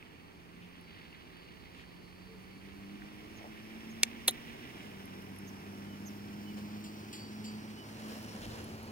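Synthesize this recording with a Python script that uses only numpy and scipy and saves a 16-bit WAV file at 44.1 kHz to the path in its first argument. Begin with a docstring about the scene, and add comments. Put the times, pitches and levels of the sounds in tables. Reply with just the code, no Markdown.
"""A motor vehicle drones far off to the left of a quiet grove, gathers speed, changes gear and draws nearer.
Its exhaust throbs under a thin whine, its tyres roar and crunch on gravel, and a breeze stirs the leaves.
There are dry ticks, gritty scrapes and thin bird-like chips, and small birds call. Something catches and
lets go at the microphone with two sharp clicks, then loose metal clinks three times. Gritty rustles come
and go, loudest near the end, where a high fizz tops them and air buffets the microphone."""
import sys
import numpy as np
from scipy import signal
from scipy.fft import rfft, irfft, next_fast_len
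from scipy.io import wavfile
from scipy.ndimage import uniform_filter1d, map_coordinates

SR = 44100
rng = np.random.default_rng(int(sys.argv[2]) if len(sys.argv) > 2 else 0)


def waveform_to_disk(signal):
    """Save audio, clipped to [-1, 1], as 16-bit WAV at the path in sys.argv[1]."""
    frames = np.transpose(np.atleast_2d(signal))
    scaled = np.clip(frames, -1, 1) * 32767
    samples = np.round(scaled).astype(np.int16)
    wavfile.write(sys.argv[1], SR, samples)


N = 392931
T = np.arange(N) / SR

# the engine's firing rate: t/s, f/Hz
FIRING_RATE = [(0,165),(.75,179),(1.02,168),(2.08,179.4),(2.9,199.5),(4.1,228),(4.45,233.5),(4.69,231),(4.99,192),(6,202.5),(6.83,209.8),(7.54,214),(8.91,220)]
# the vehicle grows louder as it nears: t/s, gain/dB
APPROACH_GAIN = [(0, -9.5), (1, -11), (2.2, -12.5), (2.9, -7), (4.1, -4), (4.8, -1.5), (6.4, -0.5),
                 (8.45, -0.3), (8.91, -0.5)]
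# its bearing: t/s, lead of the left ear/ms
LEFT_LEAD = [(0, 0.45), (6, .43), (7.7, 0.35), (8.9, 0.3)]


def gain_of(db):
    """Decibels to amplitude."""
    return 10 ** (np.asarray(db) / 20)


def unit_rms(x):
    """Scales to rms 1."""
    return x / np.sqrt(np.mean(x ** 2) + 1e-20)


def curve(rows, column=1):
    """One column of a table, joined by straight lines in time."""
    rows = np.array(rows)
    return np.interp(T, rows[:, 0], rows[:, column])


def spectrum_at(points, hz):
    """A spectrum joined by straight lines on a log-frequency axis."""
    f, value = np.transpose(points)
    return np.interp(np.log(hz + 1), np.log(f + 1), value)


def add(mix, start, sound):
    """Mixes a sound in at a start time in seconds."""
    part = mix[:, round(start * SR):][:, :sound.shape[-1]]
    part += sound[..., :part.shape[-1]]


def noise(spectrum):
    """Coloured noise of rms 1, rolling off above the spectrum's last point."""
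    count = next_fast_len(N)
    hz = np.fft.rfftfreq(count, 1 / SR)
    shape = gain_of(spectrum_at(spectrum, hz)) / (1 + (hz / (2 * spectrum[-1][0])) ** 2)
    return unit_rms(irfft(rfft(rng.standard_normal(count)) * shape, count)[:N])


def drift(rate_hz):
    """Smooth random wandering of rms 1."""
    knots, coarse = rng.standard_normal(4000), T[::16]
    wander = map_coordinates(knots, [coarse * rate_hz], order=3, mode="wrap")
    return unit_rms(np.interp(T, coarse, wander))


def ears(x, lead_ms):
    """Places a sound by delaying the right ear."""
    delayed = np.arange(len(x)) - lead_ms * SR / 1000
    return np.array([x, map_coordinates(x, [delayed], order=3, mode="nearest")])


def from_road(spectrum, scatter, right_db):
    """Noise from the vehicle's bearing; the trees scatter a share of its power into a diffuse wash."""
    diffuse = np.array([noise(spectrum), noise(spectrum)])
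    direct = ears(noise(spectrum), curve(LEFT_LEAD))
    balance = gain_of([[-right_db / 2], [right_db / 2]])
    return (np.sqrt(1 - scatter) * direct + np.sqrt(scatter) * diffuse) * balance


def impulse_response(db):
    """A minimum-phase filter of this colour, with energy 1."""
    log_gain = np.log(gain_of(np.r_[db, db[-2:0:-1]]))
    response = np.fft.ifft(np.exp(np.conj(signal.hilbert(log_gain)))).real
    return response / np.linalg.norm(response)


def burst(rise, t60, size=4096):
    """A swarm of tiny slips that swells and dies away; rise and t60 in seconds."""
    t = np.arange(size) / SR
    envelope = np.minimum(t / rise, 1) * gain_of(-60 * np.maximum(t - rise, 0) / t60)
    return rng.choice([-1., 1.], size) * envelope


def flat_burst(rise, t60):
    """A burst with no colour of its own, so that the struck body alone sets the timbre."""
    slips = burst(rise, t60)
    envelope = abs(slips)
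    for _ in range(12):  # whiten, then restore the envelope
        flat = irfft(np.exp(1j * np.angle(rfft(slips))))
        slips = flat * envelope / np.sqrt(abs(uniform_filter1d(flat ** 2, size=24)) + 1e-20)
    return slips


def engine():
    """Three exhaust orders and a fuzzy whine, fluttering on their way through moving air."""
    # how hard the engine pulls: t/s, load/0..1
    pull = [(2.3, 0.02), (2.9, 0.99), (4.2, 0.65), (4.8, 0), (5.8, 0.8), (6.95, 1), (7.4, 0.63),
            (8.91, 0.3)]
    # the firing tone fades in and out through the trees: t/s, level/dB
    firing_level = [(0, -70), (.65, -56), (1.05, -66.5), (2.1, -59.5), (2.9, -50), (3.33, -59.5),
                    (3.9, -48), (4.9, -59), (5.2, -52), (6, -48.5), (6.75, -44), (7.13, -53.5), (7.53, -42),
                    (7.87, -54), (8.08, -45), (8.36, -55), (8.6, -50.5), (8.91, -51)]
    # the whine spools up and down behind the engine: t/s, f/Hz
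    whine_pitch = [(0, 8300), (.9, 8900), (2.4, 9100), (3.5, 11100), (4.6, 12400), (5.3, 11300),
                   (5.8, 11300), (7.5, 12150), (8.91, 12350)]
    load = curve(pull)
    top_gear = np.interp(T, (4.3, 5.26), (0, 1))
    firings = np.cumsum(curve(FIRING_RATE) * (1 + .0038 * drift(rate_hz=14))) / SR
    orders = [(1, curve(firing_level) - .5, .16),
              (.5, -71 + 12.5 * top_gear + 3 * load, .25),  # uneven firing, stronger in the higher gear
              (1.5, -73.5 + 17.5 * load, .2)]
    drone = np.zeros(N)
    for multiple, level_db, flutter_rad in orders:
        phase = 2 * np.pi * (multiple * firings + rng.random()) + flutter_rad * drift(rate_hz=28)
        drone += gain_of(level_db + 1.26 * drift(rate_hz=30)) * np.sin(phase)
    lower_hz = curve(whine_pitch)
    upper_hz = 1.28 * lower_hz
    lower = np.sin(2 * np.pi * np.cumsum(lower_hz * (1 + .0075 * drift(rate_hz=400))) / SR)
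    upper = np.sin(2 * np.pi * np.cumsum(upper_hz * (1 + .015 * drift(rate_hz=440))) / SR)
    resonance_hz, width_hz = 15200, 1200
    upper /= 1 + (2 * (upper_hz - resonance_hz) / width_hz) ** 2
    whine = gain_of(-87.5) * lower + gain_of(-78) * upper
    whine *= gain_of(8 * load + .15 * curve(APPROACH_GAIN) + 2.5 * drift(rate_hz=20))
    return np.sqrt(2) * ears(drone + whine, curve(LEFT_LEAD)) * gain_of([[-.7], [.1]])


def rumble_and_roar():
    """Exhaust rumble and tyre roar grow with the approach; a deep swell joins them near the end."""
    # spectra of the three layers: f/Hz, level/dB
    rumble_colour = [(30, -44), (60, -8.5), (100, -7.5), (150, -2), (240, 0), (320, -3.5), (430, -5.5),
                     (560, -22.5), (900, -39)]
    roar_colour = [(300, -7.5), (480, -1.5), (600, 0), (850, 2.5), (1200, -1.5), (1600, -2), (2000, -12),
                   (3500, -41)]
    swell_colour = [(15, -22), (35, -16), (60, -5), (100, 7), (160, -20), (300, -3)]
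    # the swell's rise: t/s, level/dB
    swell_level = [(8.1, -85), (8.32, -67), (8.39, -52), (8.6, -53.5), (8.91, -49.5)]
    approach_db = curve(APPROACH_GAIN)
    rumble = from_road(rumble_colour, scatter=.028, right_db=0)
    rumble *= gain_of(-50.5 + approach_db + .32 * drift(rate_hz=11))
    roar = from_road(roar_colour, scatter=.39, right_db=1)
    roar *= gain_of(-56 + .74 * approach_db + .53 * drift(rate_hz=15))
    swell = from_road(swell_colour, scatter=.023, right_db=-1) * gain_of(curve(swell_level))
    return rumble + roar + swell


def gravel():
    """Tyres on gravel: a hiss that grows with engine speed and brightens as it nears, and popping grit."""
    # spectra of far hiss, near hiss and grit: f/Hz, level/dB
    far_colour = [(1100, -53), (1750, 1.5), (2300, 5.5), (2950, 0.5), (3500, -5), (4500, -15.5),
                  (5500, -21), (6700, -16), (7800, -44), (8700, -11), (10500, -49), (16000, -20)]
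    near_colour = [(1100, -43), (1750, -13), (2300, -2), (3000, 2), (3600, -6), (4600, 1), (5500, -4),
                   (6500, -5.5), (9000, -10), (12000, -22), (16000, -25)]
    grit_colour = [(1200, -8.5), (2000, 1.5), (3000, -0.5), (3700, -5), (7000, -41)]
    # crossfade from far to near: t/s, near share/0..1
    nearness = [(5.3, .05), (7, 0.59), (8.91, 0.6)]
    # crunches under the tyres: t/s, level/dB
    grit_level = [(0, -63), (.5, -69), (.95, -59.5), (1.75, -61.5), (2.1, -67), (4.1, -58.5), (4.75, -56.5),
                  (5.5, -66.5), (7.5, -63.5), (8.3, -78)]
    near = curve(nearness)
    far_hiss = np.sqrt(1 - near) * from_road(far_colour, scatter=.79, right_db=4.5)
    near_hiss = np.sqrt(near) * from_road(near_colour, scatter=.26, right_db=-.5) * gain_of(-2.5)
    cruise_hz, db_per_hz = 200, .09
    hiss_db = -59 + .2 * curve(APPROACH_GAIN) + db_per_hz * (curve(FIRING_RATE) - cruise_hz)
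    hiss = (far_hiss + near_hiss) * gain_of(hiss_db + 1.25 * drift(rate_hz=90))
    clumps = unit_rms(gain_of(3.2 * drift(rate_hz=250) + drift(rate_hz=20)))
    grit = from_road(grit_colour, scatter=.17, right_db=3.5) * clumps * gain_of(curve(grit_level))
    return hiss + grit


def breeze():
    """Lumpy low wind and fine leaf hiss, independent in each ear."""
    # spectra of wind and leaves: f/Hz, level/dB
    wind_colour = [(30, -11), (55, 1), (85, 1), (140, -3.5), (250, -3.5), (400, -3.5), (600, -17.5),
                   (1200, -14.5), (3000, -55)]
    leaf_colour = [(1500, 3.5), (3000, -1), (5000, 5.5), (7000, -2), (10000, 0.5), (13000, 0), (16000, 3.5)]
    # the breeze's strength: t/s, wind level/dB, leaf level/dB
    levels = [(0, -58.5, -69.5), (2, -55.5, -68), (4.5, -56, -61.5), (6.5, -67, -62.5), (8.91, -81, -61)]
    wind = np.array([noise(wind_colour) * gain_of(ear_db + .26 * drift(rate_hz=8.1))
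                     for ear_db in (-4, 2)])
    leaves = np.array([noise(leaf_colour), noise(leaf_colour)]) * gain_of(.5 * drift(rate_hz=28))
    return wind * gain_of(curve(levels)) + leaves * gain_of(curve(levels, column=2))


def sizzle():
    """Two narrow bands of noise from the vehicle's side, coming in small surges."""
    # envelopes of the two bands: t/s, level/dB
    low_level = [(.7, -74), (.9, -68.5), (2.1, -69.5), (2.6, -70), (5.8, -88), (6.7, -68)]
    high_level = [(2.3, -83), (3.6, -70), (7.8, -69), (8.28, -63), (8.7, -76)]
    out = np.zeros(N)
    for centre_hz, width_hz, level in [(4420, 940, low_level), (5440, 560, high_level)]:
        b, a = signal.iirpeak(centre_hz, centre_hz / width_hz, fs=SR)
        band = unit_rms(signal.lfilter(b, a, signal.lfilter(b, a, rng.standard_normal(N))))
        out += band * gain_of(curve(level) + 1.2 * drift(rate_hz=13))
    return ears(out, curve(LEFT_LEAD))


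def ticks_and_chips():
    """Short dry ticks from the vehicle's side and very high, thin bird-like chips near the centre."""
    # ticks (low) and chips (high): t/s, relative level/dB, centre f/Hz
    events = [(0.026, -54.5, 2510), (0.81, -64, 10800), (1.127, -48.5, 2180), (1.369, -68, 10900),
              (1.838, -53, 2100), (2.895, -53.5, 2300), (3.02, -49, 1860), (5.055, -55.5, 11100),
              (5.221, -56.5, 11200), (5.361, -56, 10800), (5.386, -51, 10700), (8.024, -55, 1900),
              (8.187, -51, 2000), (8.643, -51, 10900), (8.83, -58, 10900)]
    out, hz = np.zeros((2, N)), np.fft.rfftfreq(512, 1 / SR)
    for start, db, centre_hz in events:
        band_db = -20 * np.log10(1 + abs((hz - centre_hz) / 750) ** 3)
        blip = signal.fftconvolve(burst(rise=.00039, t60=.011), impulse_response(band_db))
        add(out, start, gain_of(db + 7.5) * ears(blip, lead_ms=.44 if centre_hz < 5000 else .02))
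    return out


def scrapes_and_fizz():
    """Short gritty scrapes and a high fizz over the late rustle: showers of grains in broad bands."""
    # grain showers: t/s, length/s, level/dB, centre f/Hz
    showers = [(0.609, 0.045, -61.5, 2350), (0.969, 0.041, -61, 2220), (1.749, 0.093, -61.5, 2380),
               (3.388, 0.096, -55, 660), (8.024, .28, -67, 14000), (8.411, 0.056, -55.5, 3020),
               (8.497, 0.065, -60, 4200)]
    grains_per_s = 1800
    out, hz = np.zeros((2, N)), np.fft.rfftfreq(1024, 1 / SR)
    for start, length, db, centre_hz in showers:
        count = round(length * SR)
        grains = rng.standard_normal(count) * (rng.random(count) < grains_per_s / SR)
        grains *= signal.windows.tukey(count, .5)
        band_db = -20 * np.log10(1 + ((hz - centre_hz) / (.42 * centre_hz)) ** 2)
        shower = unit_rms(signal.fftconvolve(grains, impulse_response(band_db)[:256]))
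        add(out, start, gain_of(db) * ears(shower, lead_ms=.32))
    return out


def rustles():
    """Dry rustles of clumped grains and separate crackles: each swells, holds and fades."""
    # rustle envelopes: t/s, attack/s, hold/s, release/s, level/dB
    swells = [(.93, 0.053, 0.09, .12, -75), (1.7, 0.05, 0.041, 0.11, -65), (4.677, 0.1, 0.058, 0.17, -62),
              (6.566, .006, 0.013, 0.029, -54.5), (7.802, 0.2, 0.34, 0.15, -53),
              (8.362, 0.052, 0.18, 0.23, -52)]
    # spectrum of grains and crackles: f/Hz, level/dB
    colour = [(300, -8), (520, 2), (850, -6.5), (1300, -9), (1750, -3.5), (2300, -17), (2900, -6),
              (3500, -15), (4300, -11.5), (4850, -16), (5450, -9), (6000, -20), (6900, -13.5),
              (8400, -20.5), (9800, -16), (11800, -26), (13800, -20), (16000, -27)]
    envelope = sum(gain_of(db) * np.interp(T, np.cumsum(stages), (0, 1, 1, 0)) for *stages, db in swells)
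    clumps = unit_rms(gain_of(1.8 * drift(rate_hz=320) + 1.9 * drift(rate_hz=25)))
    snaps_per_s = 56
    snaps = rng.standard_normal(N) * (rng.random(N) < snaps_per_s / SR)
    snap_filter = impulse_response(spectrum_at(colour, np.fft.rfftfreq(512, 1 / SR)))
    crackle = unit_rms(signal.oaconvolve(snaps, snap_filter)[:N])
    grains = from_road(colour, scatter=.62, right_db=.5) * clumps
    return (grains + .33 * ears(crackle, lead_ms=.28)) * envelope


def birds():
    """Short arched whistles with a weak octave; the highest are rougher and brighter."""
    # bird notes: t/s, length/s, top f/Hz, level/dB, arch/octaves, right minus left/dB
    notes = [(2.261, 0.13, 451, -57, 0.18, 0), (3.356, 0.043, 6600, -65.5, .17, 7),
             (3.897, .032, 6600, -62.5, 0.16, 0), (5.466, .04, 6430, -60, 0.25, 9),
             (5.87, 0.11, 3020, -64, 0.046, 7), (6.052, .047, 6500, -55.5, 0.21, 11),
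             (6.449, 0.079, 2990, -61.5, 0.033, 14), (7.756, 0.088, 2980, -57, 0.039, 7)]
    out = np.zeros((2, N))
    for start, length, top_hz, db, arch, right_db in notes:
        progress = np.linspace(0, 1, round(length * SR))
        roughness, octave_db = (.03, -9) if top_hz > 6000 else (.014, -25)
        waver = 1 + roughness * drift(rate_hz=920)[:len(progress)]
        pitch_hz = top_hz * waver * 2 ** (-arch * ((progress - .4) / .5) ** 2)
        phase = 2 * np.pi * np.cumsum(pitch_hz) / SR
        note = (np.sin(phase) + gain_of(octave_db) * np.sin(2 * phase)) * np.sin(np.pi * progress)
        ear_gains = gain_of([[db - right_db / 2], [db + right_db / 2]])
        add(out, start, np.sqrt(2) * ears(note, lead_ms=.013) * ear_gains)
    return out


def casing_ports(x):
    """A sound in the microphone's casing reaches each port with its own phase and strength."""
    # balance of the ports: f/Hz, left minus right/dB
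    balance = [(2400, -2.5), (4600, 0), (6300, 8), (7400, 0), (11000, 1), (14000, -4)]
    # phase between them: f/Hz, left lead/rad
    lead = [(100, 1), (2900, -0.6), (5700, -2.5), (7200, -6), (8800, -5), (15000, -9.5)]
    hz = np.fft.rfftfreq(len(x), 1 / SR)
    left = gain_of(spectrum_at(balance, hz) / 2) * np.exp(.5j * spectrum_at(lead, hz))
    return irfft(rfft(x) * np.array([left, 1 / left]), len(x))[:, :-64]


def clicks():
    """Something catches and lets go close to the microphone, whose casing rings briefly."""
    # impacts within the two clicks: t/s, level/dB, rise/s, t60/s, tilt/dB per octave, 0 catch or 1 release
    impacts = [(4.029, -38, .0003, .014, 4, 1), (4.0316, -11.4, .0022, .0085, 0, 0),
               (4.038, -45, .001, .07, 2, 0), (4.2763, -27, .0002, .009, 11, 1),
               (4.2791, -15.7, .00023, .052, 0, 1), (4.2807, -19, .00024, .005, 3, 1),
               (4.3096, -28, .0003, .0055, 32, 1)]
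    # casing modes: f/Hz, width/Hz, lift/dB
    modes = [(1850, 110, 6.1), (2310, 430, 10.7), (2720, 130, 7.9), (3480, 260, 11.1), (3850, 150, 3.5),
             (4270, 110, 1.8), (5440, 170, 5.3), (6210, 360, 9.9), (7350, 420, 13.4), (8670, 450, 16.0),
             (9490, 340, 11.3), (10340, 440, 6.7), (11160, 190, 7.7), (15160, 190, 8.3)]
    # spectra of the catch, the release and the knock under the release: f/Hz, level/dB
    catch_colour = [(150, -10), (400, 2.5), (1250, -6), (2300, 6.7), (3000, 5), (4700, 12.5), (6500, 4.5),
                    (9000, -5.5), (11000, -7), (12500, 3.1), (14000, 5.9), (15700, -6)]
    release_colour = [(150, -22), (400, -1), (1500, -2.5), (2300, -1.5), (4400, 14), (4800, -1), (6500, -2),
                      (8000, -12), (9000, -7.2), (11000, 7), (12300, 4), (15500, 7)]
    knock_colour = [(150, -42), (350, -6), (600, 2), (900, -2.5), (1300, -10), (2500, -23)]
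    out, hz = np.zeros((2, N)), np.fft.rfftfreq(2048, 1 / SR)
    casing_db = sum(db / (1 + (2 * (hz - f) / width) ** 2) for f, width, db in modes)
    for start, db, rise, t60, tilt_db, is_release in impacts:
        colour_db = spectrum_at(release_colour if is_release else catch_colour, hz)
        colour_db += tilt_db * np.log2(np.clip(hz, 1000, 11000))
        click = signal.fftconvolve(flat_burst(rise, t60), impulse_response(colour_db + casing_db))
        add(out, start, gain_of(db) * casing_ports(click))
    knock_filter = impulse_response(spectrum_at(knock_colour, hz))
    knock = signal.fftconvolve(flat_burst(rise=.0057, t60=.035), knock_filter)
    add(out, 4.279, gain_of(-33) * casing_ports(knock))
    # the released part keeps buzzing for a moment
    buzz_filter = impulse_response(-20 * np.log10(1 + abs((hz - 3900) / 450) ** 4))
    buzz = signal.fftconvolve(burst(rise=.005, t60=.035), buzz_filter)
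    add(out, 4.29, gain_of(-32) * casing_ports(buzz))
    return out


def clinks():
    """Loose metal shakes: a rasping rattle that keeps a few modes ringing."""
    # shakes: t/s, level/dB, rattle t60/s, ring gain
    shakes = [(6.837, -54, 0.25, 0.38), (7.126, -48, 0.54, 0.73), (7.44, -52.5, .24, 1)]
    # modes of the metal: f/Hz, level/dB, t60/s
    modes = [(4575, 3, .4), (4635, 2.5, .3), (7370, 0, .17), (7760, -5, .12)]
    # the scrape of each shake: f/Hz, level/dB
    rasp_colour = [(1200, -13), (2700, 5), (3700, 2), (4600, 5), (6300, -4), (7600, 1.5), (9000, -4.5),
                   (15000, -12)]
    out, t = np.zeros((2, N)), np.arange(SR // 2) / SR
    metal = sum(gain_of(db - 60 * t / t60) * np.sin(2 * np.pi * hz * t) for hz, db, t60 in modes)
    metal /= np.linalg.norm(metal)
    rasp_filter = impulse_response(spectrum_at(rasp_colour, np.fft.rfftfreq(512, 1 / SR)))
    for start, db, rattle_t60, ring_gain in shakes:
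        ring = signal.fftconvolve(burst(rise=.0071, t60=rattle_t60, size=len(t)), metal)[:len(t)]
        rasp = signal.fftconvolve(burst(rise=.0035, t60=.28, size=len(t)), rasp_filter)[:len(t)]
        add(out, start, gain_of(db) * ears(ring_gain * ring + 1.38 * rasp, lead_ms=.391))
    return out


def buffets():
    """Air pushes on the microphone in soft low thumps, a few cycles each."""
    # thumps: t/s, length/s, level/dB, f/Hz
    thumps = [(8.345, 0.034, -42, 210), (8.367, 0.19, -55, 45.7), (8.472, 0.12, -51, 109.6)]
    out = np.zeros((2, N))
    for start, length, db, hz in thumps:
        t = np.arange(0, length, 1 / SR)
        push = np.sin(2 * np.pi * (hz * t + rng.random())) * np.sin(np.pi * t / length)
        add(out, start, np.sqrt(2) * gain_of(db) * push)
    return out


def scene():
    """The vehicle and the breeze form the bed; small, close sounds sit on top."""
    bed = engine() + rumble_and_roar() + gravel() + breeze() + sizzle()
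    texture = ticks_and_chips() + scrapes_and_fizz() + rustles()
    return bed + texture + birds() + clicks() + clinks() + buffets()


def record(dry):
    """The recorder's band limit: a steep low-pass on the top treble."""
    cutoff_hz = 15850
    lowpass = signal.firwin(511, cutoff_hz, window=("kaiser", 9), fs=SR)
    return signal.oaconvolve(dry, lowpass[None], "same", axes=1)


dry = scene()
out = record(dry)
waveform_to_disk(out)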